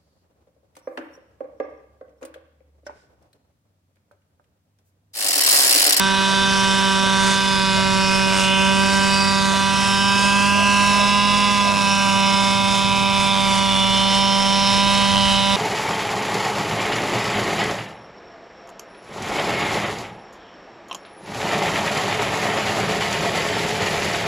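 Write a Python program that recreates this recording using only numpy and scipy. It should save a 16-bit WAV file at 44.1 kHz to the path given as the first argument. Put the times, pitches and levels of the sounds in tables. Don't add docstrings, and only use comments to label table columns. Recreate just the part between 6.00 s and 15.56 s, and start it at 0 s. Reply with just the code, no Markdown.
import sys
import numpy as np
from scipy import signal
from scipy.fft import rfft, irfft, next_fast_len
from scipy.io import wavfile
from scipy.ndimage import map_coordinates

SR = 44100
rng = np.random.default_rng(int(sys.argv[2]) if len(sys.argv) > 2 else 0)


def digitize_waveform(pressure):
    field = np.atleast_2d(pressure).T
    bounded = np.clip(field, -1, 1)
    quanta = np.round(bounded * 32767).astype(np.int16)
    wavfile.write(sys.argv[1], SR, quanta)


N = 421596
TIME = np.arange(N) / SR


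def from_db(db):
    return 10 ** (np.asarray(db) / 20)


def rms_one(x):
    return x / np.sqrt(np.mean(x ** 2) + 1e-20)


def in_time(rows, t=TIME):
    s, *columns = np.transpose(rows)
    return [np.interp(t, s, c) for c in columns]


def across_drift(t=TIME):
    return t / TIME[-1] - .5


def swell(s, half_length):
    return np.exp(-np.minimum(((TIME - s) / half_length) ** 2, 50))


def drift(rate, t=TIME):
    knots = rng.standard_normal(4096)
    return rms_one(map_coordinates(knots, [t * rate], order=2, mode="wrap"))


def at_hz(points, hz):
    table = np.array(points)
    return np.interp(np.log(hz + 1e-3), np.log(table[:, 0]), table[:, 1])


def filtered(x, response):
    size = next_fast_len(N + 4096)
    hz = np.arange(size // 2 + 1) * SR / size
    return irfft(rfft(x, size) * response(hz), size)[..., :N]


def band(x, low_hz, high_hz):
    bandpass = signal.butter(3, [low_hz, high_hz], "band", fs=SR, output="sos")
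    return rms_one(signal.sosfilt(bandpass, x))


# pitch_hz, diffuse_share [0-1]
DIFFUSE_SHARE = [(60, 0.22), (300, 0.1), (1000, 0.72), (3000, 0.091), (6000, 0.33), (11000, 0.43)]


def noise(colour):
    mid, side = filtered(rng.standard_normal((2, N)), lambda hz: from_db(at_hz(colour, hz)))
    side = filtered(rms_one(side), lambda hz: at_hz(DIFFUSE_SHARE, hz))
    return rms_one(mid) + side * [[1], [-1]]


# pitch_hz, level_db
WIND_COLOUR = [(15, 1), (35, 1), (70, 11), (110, 10.5), (170, 8), (280, -24), (600, -25), (2000, -55)]
# centre_s, half_length_s, level_db
GUSTS = [(.55, 0.31, -38), (1.35, 0.59, -37.5), (2.0, 0.34, -33), (4.75, .12, -51), (7.4, 0.99, -41),
         (9.103, 0.56, -32.5)]
BREEZE_DB = -47.5


def wind(lumpy_db=0.5):
    channels = [noise(WIND_COLOUR)[0] * from_db(lumpy_db * drift(19)) for channel in range(2)]
    gusts = sum(from_db(db) * swell(s, length) for s, length, db in GUSTS)
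    return np.array(channels) * (from_db(BREEZE_DB) + gusts)


# time_s, cycles_per_s
VEHICLE_SPEED = [(2.3, 16.4), (2.9, 18.5), (3.45, 19.6), (3.9, 18.6), (5.0, 19.6), (6.15, 21.0),
                 (6.6, 20.5), (7.2, 19.5), (7.5, 19.7), (7.9, 19)]
# multiple of the cycle rate, level_db relative to VEHICLE_DB
VEHICLE_ORDERS = [(4, -11), (5, 0), (8, -2.5), (11, -8), (13, -7)]
VEHICLE_DB = -40
VEHICLE_START_S, VEHICLE_ATTACK_S, VEHICLE_END_S, VEHICLE_RELEASE_S = 2.28, 0.33, 7.9, 0.65


def vehicle(waver_db=1.5):
    angle = 2 * np.pi * np.cumsum(in_time(VEHICLE_SPEED)[0]) / SR
    attack = (TIME - VEHICLE_START_S) / VEHICLE_ATTACK_S
    release = (VEHICLE_END_S - TIME) / VEHICLE_RELEASE_S
    load = np.clip(np.minimum(attack, release), 0, 1)
    drone = 0
    for k, db in VEHICLE_ORDERS:
        drone = drone + from_db(VEHICLE_DB + db + waver_db * drift(9.3)) * np.sin(k * angle)
    return np.sqrt(2) * load * drone


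# time_s, firings_per_s
SPEED = [(0.0, 193.5), (.15, 193.6), (.47, 194.8), (.68, 194.1), (.82, 194.3), (.95, 193.7), (1.2, 193.7),
         (1.35, 194.7), (1.5, 194.3), (1.63, 193.0), (1.95, 192.4), (2.17, 192.9), (2.45, 192.0),
         (2.92, 195.3), (3.3, 195.5), (3.5, 194.9), (3.75, 195.8), (4.3, 198.7), (4.55, 200.5),
         (5.0, 201.7), (5.35, 203.4), (5.52, 203.0), (5.85, 198.4), (6.15, 196.3), (6.55, 196.9),
         (7.25, 196.7), (7.5, 195.6), (7.65, 195.5), (7.84, 194.0), (8.23, 196.2), (8.43, 195.9),
         (8.85, 198.1), (9.05, 198.1), (9.27, 196.4), (9.56, 197.0)]
ROTOR_RATIO = .1465


def crank_angle():
    angle = 2 * np.pi * np.cumsum(in_time(SPEED)[0]) / SR
    rotor = ROTOR_RATIO * angle
    load_sway = .019 * np.sin(rotor) + .013 * np.sin(rotor / 2 + drift(4))
    combustion_sway = .007 * drift(170)
    return angle + load_sway + combustion_sway, rotor


# multiple of the firing rate, level_db [rms], gain_db over the sideways drift
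DRIVE_TONES = [(0.2945, -48, 3), (.589, -45.5, 6), (0.879, -52, 8), (1.139, -53, 2), (1.3, -52, 0),
               (2.532, -47, 5)]
# pitch_hz, level_db
SWISH_COLOUR = [(50, -18), (100, -3), (170, 2), (260, 4.5), (380, -6.5), (650, -8.5), (1100, -0.5),
                (1800, -12), (2200, -2.5), (2800, 1.5), (5000, -25)]
# centre_s, half_length_s, level_db
FLUTTERS = [(0.3, 0.038, -36), (1.037, 0.05, -35), (1.798, 0.039, -35), (2.3, 0.035, -40),
            (3.54, 0.025, -32), (4.227, 0.044, -42), (4.61, 0.057, -33), (4.993, 0.082, -35),
            (5.703, 0.062, -32)]
# pitch_hz, level_db
FLUTTER_COLOUR = [(300, -25), (480, 7.5), (680, 18.5), (800, -10), (1100, -43)]


def rotors(rotor, swish_db=-34.0, chop=0.3, waver_db=3.0):
    tones = 0
    for multiple, level, turn_db in DRIVE_TONES:
        phase = multiple * rotor / ROTOR_RATIO + .3 * drift(5)
        level_db = level + turn_db * across_drift() + waver_db * drift(1.77)
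        tones = tones + np.sqrt(2) * from_db(level_db) * np.sin(phase)
    swish = from_db(swish_db) * noise(SWISH_COLOUR) * (1 + chop * np.cos(2 * rotor))
    flutter_level = sum(from_db(level) * swell(s, length) for s, length, level in FLUTTERS)
    flutter = flutter_level * noise(FLUTTER_COLOUR) * (1 + 0.18 * np.cos(2 * rotor))
    return tones + swish + flutter


# time_s, height_m above the grass
HEIGHT = [(0, 0.46), (.85, 0.48), (1.5, 0.4), (2.55, 0.31), (3.2, 0.35), (3.9, 0.49), (4.6, 0.6),
          (5.1, 0.72), (5.55, 0.724), (5.95, 0.67), (6.6, 0.746), (7.3, 0.74), (8.1, 0.91), (9.2, 0.93),
          (9.56, 0.96)]
DISTANCE_M, MIC_HEIGHT_M, SOUND_M_PER_S = 10, 1.7, 343
GRASS_PHASE_RAD = 1.87


def echo_lag(t):
    return 2 * MIC_HEIGHT_M * in_time(HEIGHT, t)[0] / DISTANCE_M / SOUND_M_PER_S


def ground_echo(x, strength=0.21):
    bounced = filtered(x, lambda hz: np.exp(-1j * GRASS_PHASE_RAD))
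    read_at = (TIME - echo_lag(TIME)) * SR
    echo = np.array([map_coordinates(channel, [read_at], order=3, mode="nearest") for channel in bounced])
    return (x + strength * echo) / np.hypot(1, strength)


# pitch_hz, level_db
HISS_COLOUR = [(4500, -1), (6400, -3.5), (7600, -6), (8500, -7.5), (10500, -8.5), (11500, -16.5),
               (12500, -44)]
# centre_s, half_length_s, gain_db
HISS_FLARES = [(0.704, 0.13, 2), (.97, .09, -2), (1.298, 0.1, 4.5), (1.55, .08, -0.5), (2.404, 0.062, 3.5),
               (2.95, 0.19, 2), (3.2, 0.093, -0.5), (3.614, .12, -1), (3.898, 0.16, 2), (4.237, 0.077, 3.5),
               (4.921, 0.12, 2.5), (5.3, .12, -1), (6.95, 0.1, -1), (7.24, .06, 2), (7.574, 0.047, 1.5),
               (9.33, 0.073, 1.5)]
HISS_ORDERS = range(33, 52)
HISS_DB, HISS_DB_PER_S = -30, 0.0652
WHISTLE_HZ, WHISTLE_WIDTH_HZ, WHISTLE_DB, WHISTLE_END_S, WHISTLE_FADE_S = 8520, 130, -49.5, 5.6, 0.75


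def whistle(flares_db):
    tone = rms_one(filtered(rng.standard_normal(N),
                            lambda hz: 1 / (1 + (2 * (hz - WHISTLE_HZ) / WHISTLE_WIDTH_HZ) ** 2)))
    fade = np.clip((WHISTLE_END_S - TIME) / WHISTLE_FADE_S, 0, 1)
    return tone * from_db(WHISTLE_DB + 2 * flares_db) * fade


def hiss(angle, rotor, buzz_db=-4.0, buzz_db_per_m=-11, burst=0.027, waver_db=1.0, throb=0.071):
    t = TIME[::200]
    buzz = 0
    for k in HISS_ORDERS:
        wander = 2 * drift(2, t) + .5 * drift(50, t)
        fading = from_db(2.5 * drift(5, t)) * np.exp(1j * wander)
        buzz = buzz + (np.interp(TIME, t, fading) * np.exp(1j * k * angle)).real / k ** 2
    buzz = from_db(buzz_db + buzz_db_per_m * in_time(HEIGHT)[0]) * rms_one(buzz)
    jet = noise(HISS_COLOUR) * (1 + burst * np.cos(angle - .9))
    flares_db = sum(db * swell(s, length) for s, length, db in HISS_FLARES)
    level = from_db(HISS_DB + HISS_DB_PER_S * TIME + flares_db + waver_db * drift(13))
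    return (whistle(flares_db) + level * (jet + buzz)) * (1 + throb * np.sin(rotor))


def per_firing(angle):
    firing = ((angle + 1.3) // (2 * np.pi)).astype(int)
    return rng.standard_normal(4096)[firing]


# centre_s, half_length_s, contrast of alternate firings [0-1], raggedness of timing [0-1]
STUMBLES = [(.82, .025, .05, .45), (1.09, .015, 0, .3), (1.58, .05, .18, .4), (2.365, .055, .6, .85),
            (3.48, .1, .15, .3), (5.77, .055, .5, .4), (6.95, .33, .2, .1), (7.37, .045, .35, .6),
            (7.67, .015, .3, .6), (7.745, .04, .55, .7), (9.16, .035, .65, .4), (9.3, .3, .03, .25)]


def stumbles(angle):
    weak = sum(depth * swell(s, length) for s, length, depth, _ in STUMBLES) * np.cos((angle - .9) / 2)
    ragged = sum(amount * swell(s, length) for s, length, _, amount in STUMBLES)
    return weak, ragged


# pitch_hz, level_db
RASP_COLOUR = [(1250, -11), (1600, 28), (1850, -37), (2100, 14), (2350, -7), (2750, 13), (3050, -16),
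               (3250, 7), (3550, 0.5), (4100, -17), (4700, -14), (5250, -1.5), (5750, -6), (6200, -18),
               (7000, -26)]
# time_s, low_db, middle_db, high_db
RINGING = [(0.0, -29, -25.5, -31), (0.45, -29.5, -25.5, -30.5), (0.56, -27, -28, -28.5),
           (1.06, -29.5, -26.5, -31), (1.97, -28.5, -30, -28.5), (2.05, -26, -31, -23.5),
           (2.34, -26, -30.5, -30), (2.53, -20, -30, -34.5), (2.61, -21, -32, -33), (2.98, -28, -32, -29.5),
           (3.14, -25, -31, -27.5), (3.19, -26.5, -34.5, -25.5), (3.41, -35, -28.5, -30),
           (3.54, -30, -28, -33.5), (4.13, -24.5, -33, -27), (4.66, -22, -37, -32),
           (5.03, -25.5, -28.5, -28.5), (5.7, -26.5, -29.5, -28.5), (5.72, -28, -32, -33.5),
           (5.91, -23.5, -29, -26), (6.07, -25, -31, -30.5), (6.28, -24, -28.5, -26.5),
           (6.47, -29, -28.5, -30), (7.03, -27, -27.5, -32), (7.35, -26.5, -24, -32.5),
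           (7.51, -28, -28, -33), (7.75, -25, -23.5, -31.5), (8.15, -24.5, -28.5, -28),
           (8.71, -25.5, -27.5, -26), (8.84, -25, -28, -29.5), (9.35, -22, -25.5, -29.5),
           (9.56, -27, -26.5, -31)]
ZONE_EDGES_HZ = [2250, 3250, 4450, 6400]
RASP_TRIM_DB = (-13.0, -10.5, -7.0)
RASP_BURST = (1.0, 1.1, 1.35)
PIPE_RASP_HZ, PIPE_RASP_DB, PIPE_RASP_TURN_DB = (1180, 1700), -44.5, -15.5


def rasp(angle, weak, ragged, follows=0.99, turn_db=(0.5, 5.0, 1.0), stumble_db=(2.5, 3.0, .3)):
    crest = np.cos(angle - .9)
    strength = np.exp(.12 * per_firing(angle)) * (1 + weak)
    gas, side = noise(RASP_COLOUR), across_drift()
    pipe_level = from_db(PIPE_RASP_DB + PIPE_RASP_TURN_DB * side)
    out = band(gas, *PIPE_RASP_HZ) * pipe_level * rms_one(np.exp(crest))
    zones = zip(ZONE_EDGES_HZ, ZONE_EDGES_HZ[1:], in_time(RINGING), RASP_TRIM_DB, RASP_BURST, turn_db, stumble_db)
    for low, high, level, trim, burst, turn, boost in zones:
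        level = level.mean() + follows * (level - level.mean())
        level = level + trim + turn * side + boost * ragged
        out = out + band(gas, low, high) * from_db(level) * rms_one(np.exp(burst * crest))
    return out * strength


# centre_hz, width_hz, level_db, gain_db over the sideways drift as the muffler shows another side
MUFFLER = [(380, 230, -41, -16.5), (571, 102, -33, 4), (786, 20, -39.5, 9), (1025.6, 182, -22.5, -2),
           (1296, 112, -29, 7), (1599.5, 88, -29.5, -18.5), (2042, 122, -36, -8.5), (2265, 270, -41, 16.5),
           (2580, 112, -23.5, -27), (2904, 116, -23.5, -8.5), (3126, 103, -27.5, -10.5),
           (3486, 118, -25, 5.5), (3766, 280, -30.5, -5), (4253, 310, -39, 3), (4703, 130, -35.5, -3),
           (5270, 410, -34.5, 11), (5760, 220, -39.5, 16), (6040, 74, -45, 3)]


def muffler(hz, t):
    power = 0
    for centre, width, db, turn_db in MUFFLER:
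        peak = from_db(db + turn_db * across_drift(t))
        power = power + (peak / (1 + (2 * (hz - centre) / width) ** 2)) ** 2
    return np.sqrt(power)


# pitch_hz, depth [0-1]
GRASS_COMB = [(500, 0.1), (750, 0.18), (2000, 0.38), (5000, 0.35)]
# centre_s, half_length_s, multiple of the firing rate, gain_db
SWELLS = [(.4, .5, 16, 4), (.4, .4, 20, 2), (.7, .25, 29, 5), (.55, .45, 12, -12), (1.3, .5, 24, -5),
          (1.4, .25, 13, -3), (1.5, .35, 4, -4), (1.55, .45, 26, 8), (1.7, .4, 14, -5), (1.75, .3, 21, 2),
          (2.0, .35, 19, 4), (2.12, .14, 28, 7), (2.2, .3, 13, 3), (2.2, 1.2, 2, 2), (2.4, .4, 6, -3),
          (2.45, .6, 3, 4), (2.5, .6, 8, 4), (2.7, .3, 16, 4), (2.85, .2, 19, 5), (3.1, .12, 15, 3),
          (3.15, .3, 18, -6), (3.25, .22, 13, 6), (3.3, .3, 24, 4), (3.25, .15, 26, 7), (3.4, .5, 10, 4),
          (3.5, .4, 6, 3), (3.7, .7, 21, 5), (3.8, .35, 16, -4), (3.9, .3, 19, 3), (3.85, .3, 14, 8),
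          (4.8, .6, 14, 4), (5.0, .5, 15, 3), (4.0, .35, 3, -3), (4.2, .45, 12, 7), (4.25, .45, 9, -8),
          (4.3, .3, 26, 5), (4.45, .17, 17, 7), (4.5, .3, 18, -9), (4.6, .12, 19, -5), (4.8, .13, 17, -9),
          (5.1, .25, 16, -6), (5.15, .35, 8, 4), (5.25, .25, 19, 4), (5.45, .35, 24, 8), (5.8, 1.5, 9, -5),
          (6.0, .12, 2, -5), (6.05, .25, 14, 5), (6.1, .25, 15, 4), (6.0, .25, 16, -9), (6.15, .3, 8, 6),
          (6.5, .4, 11, 5), (6.9, .5, 2, 4), (6.9, .5, 10, -7), (7.1, .35, 12, 5), (7.2, .5, 14, -4),
          (7.3, .2, 21, -6), (8.1, .8, 12, 5), (8.4, .5, 16, 4), (8.7, .6, 28, 6), (8.8, .5, 17, -5),
          (9.2, .25, 18, -9), (9.25, .35, 24, 8), (9.3, .3, 12, -5), (9.4, .3, 2, -7), (9.4, .5, 10, 4),
          (9.5, .3, 20, 5)]
# time_s, level_db [rms]
FIRING_LEVEL = [(0.0, -25.5), (0.02, -27), (1.3, -25), (1.36, -28), (1.89, -24.5), (2.47, -25.5),
                (2.69, -23), (3.89, -26.5), (4.39, -24.5), (5.7, -26), (5.75, -27.5), (5.86, -26),
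                (6.23, -24.5), (6.79, -26.5), (7.37, -26), (9.27, -24.5), (9.43, -26.5), (9.56, -24)]
EXHAUST_ORDERS = range(1, 33)


def harmonic_levels(t, low_follows=0.77, ring_db=(-0.6, -0.7, -2.5)):
    orders = np.array(EXHAUST_ORDERS)
    pitch = orders[:, None] * in_time(SPEED, t)[0]
    hz = pitch.mean(axis=1)
    bounce_phase = 2 * np.pi * pitch * echo_lag(t) + GRASS_PHASE_RAD
    bounce = at_hz(GRASS_COMB, pitch) * np.exp(-1j * bounce_phase)
    gains = muffler(pitch, t) * abs(1 + bounce)
    for s, length, multiple, db in SWELLS:
        gains[multiple - 1] *= from_db(db * np.interp(t, TIME, swell(s, length)))
    firing, = in_time(FIRING_LEVEL, t)
    gains[hz < ZONE_EDGES_HZ[0]] *= from_db(low_follows * (firing - firing.mean()))
    gains[0] = from_db(firing)
    for low, high, level, trim_db in zip(ZONE_EDGES_HZ, ZONE_EDGES_HZ[1:], in_time(RINGING, t), ring_db):
        zone = (hz >= low) & (hz < high)
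        gains[zone] *= from_db(level + trim_db) / np.linalg.norm(gains[zone], axis=0)
    shape = np.log(gains)
    mirrored = np.vstack([shape[-1], shape, shape[-2::-1]])
    return hz, gains, -signal.hilbert(mirrored, axis=0).imag[orders]


PUSH_LAG_S, PUSH_SPREAD = .0006, .35
ROUGHNESS = .15
STUMBLE_LATE_RAD, STUMBLE_RING_DB = 0.18, -2


def exhaust(angle, rotor, weak, ragged, scatter=0.17, uneven=0.012, stumble_rough=0.044, gusty=0.085, throb=0.017):
    t = TIME[::50]
    roughness = ROUGHNESS + stumble_rough * np.interp(t, TIME, ragged)
    late = np.interp(t, TIME, STUMBLE_LATE_RAD * ragged * per_firing(angle))
    blades = np.interp(t, TIME, np.sin(rotor))
    body, ring = 0, 0
    turn, harmonic = np.exp(1j * angle), np.sqrt(2)
    for k, hz, gain, phase in zip(EXHAUST_ORDERS, *harmonic_levels(t)):
        height = min(hz / 3000, 1.6)
        smear = np.interp(hz, [0, 1500, 2700, 3500], [0, .9, .9, .4])
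        if hz < ZONE_EDGES_HZ[0]:
            phase = PUSH_SPREAD * phase - 2 * np.pi * hz * PUSH_LAG_S
        phase = phase + smear * drift(0.793, t) - k * late * min(height, 1)
        gain = gain * np.exp(1j * phase)
        air = scatter * height * (drift(5, t) + 1j * drift(5, t))
        flicker = gusty * drift(40, t) * (hz > 300)
        gain = gain * (1 + air + flicker + throb * height ** 2 * blades)
        spread = roughness * height * min(height / .85, 1)
        chance = drift(150, t) + 1j * drift(150, t)
        gain = gain * (1 + spread * chance) / np.sqrt(1 + spread ** 2)
        harmonic = harmonic * turn
        tone = (np.interp(TIME, t, gain) * harmonic).real
        if hz < ZONE_EDGES_HZ[0]:
            body = body + tone
        else:
            ring = ring + tone
    ring = ring * (1 + weak + uneven * per_firing(angle)) * from_db(STUMBLE_RING_DB * ragged)
    return body * (1 + 0.5 * weak) + ring


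# pitch_hz, left_minus_right_db
PAIR_BALANCE = [(60, 0), (110, -4.5), (200, -4.5), (400, -7), (650, -6.5), (1100, -5), (1600, -1.5),
                (2800, -1.9), (3900, -2), (7000, -1.8), (12000, -0.5)]
# pitch_hz, left_lag_rad
PAIR_LAG = [(60, 1.74), (200, 1.37), (400, 1.4), (600, 0.97), (1000, 0.28), (2000, 0.13), (3200, 0.37),
            (7000, 0.0065)]


def microphone_pair(x):
    def response(hz):
        half = from_db(at_hz(PAIR_BALANCE, hz) / 2) * np.exp(-.5j * at_hz(PAIR_LAG, hz))
        return np.array([half, 1 / half]) / abs((half + 1 / half) / 2)
    return filtered(x, response)


def scene():
    angle, rotor = crank_angle()
    weak, ragged = stumbles(angle)
    background = rotors(rotor) + vehicle()
    treble = ground_echo(rasp(angle, weak, ragged) + hiss(angle, rotor))
    treble = treble * (1 + 0.032 * np.sin(rotor))
    engine = exhaust(angle, rotor, weak, ragged) + treble
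    return microphone_pair(engine + background) + wind()


CUTOFF_HZ = 12500


def record(dry):
    rounded = dry / (1 + (dry / .95) ** 6) ** (1 / 6)
    return signal.sosfilt(signal.ellip(10, .1, 90, CUTOFF_HZ, fs=SR, output="sos"), rounded)


dry = scene()
out = record(dry)
digitize_waveform(out)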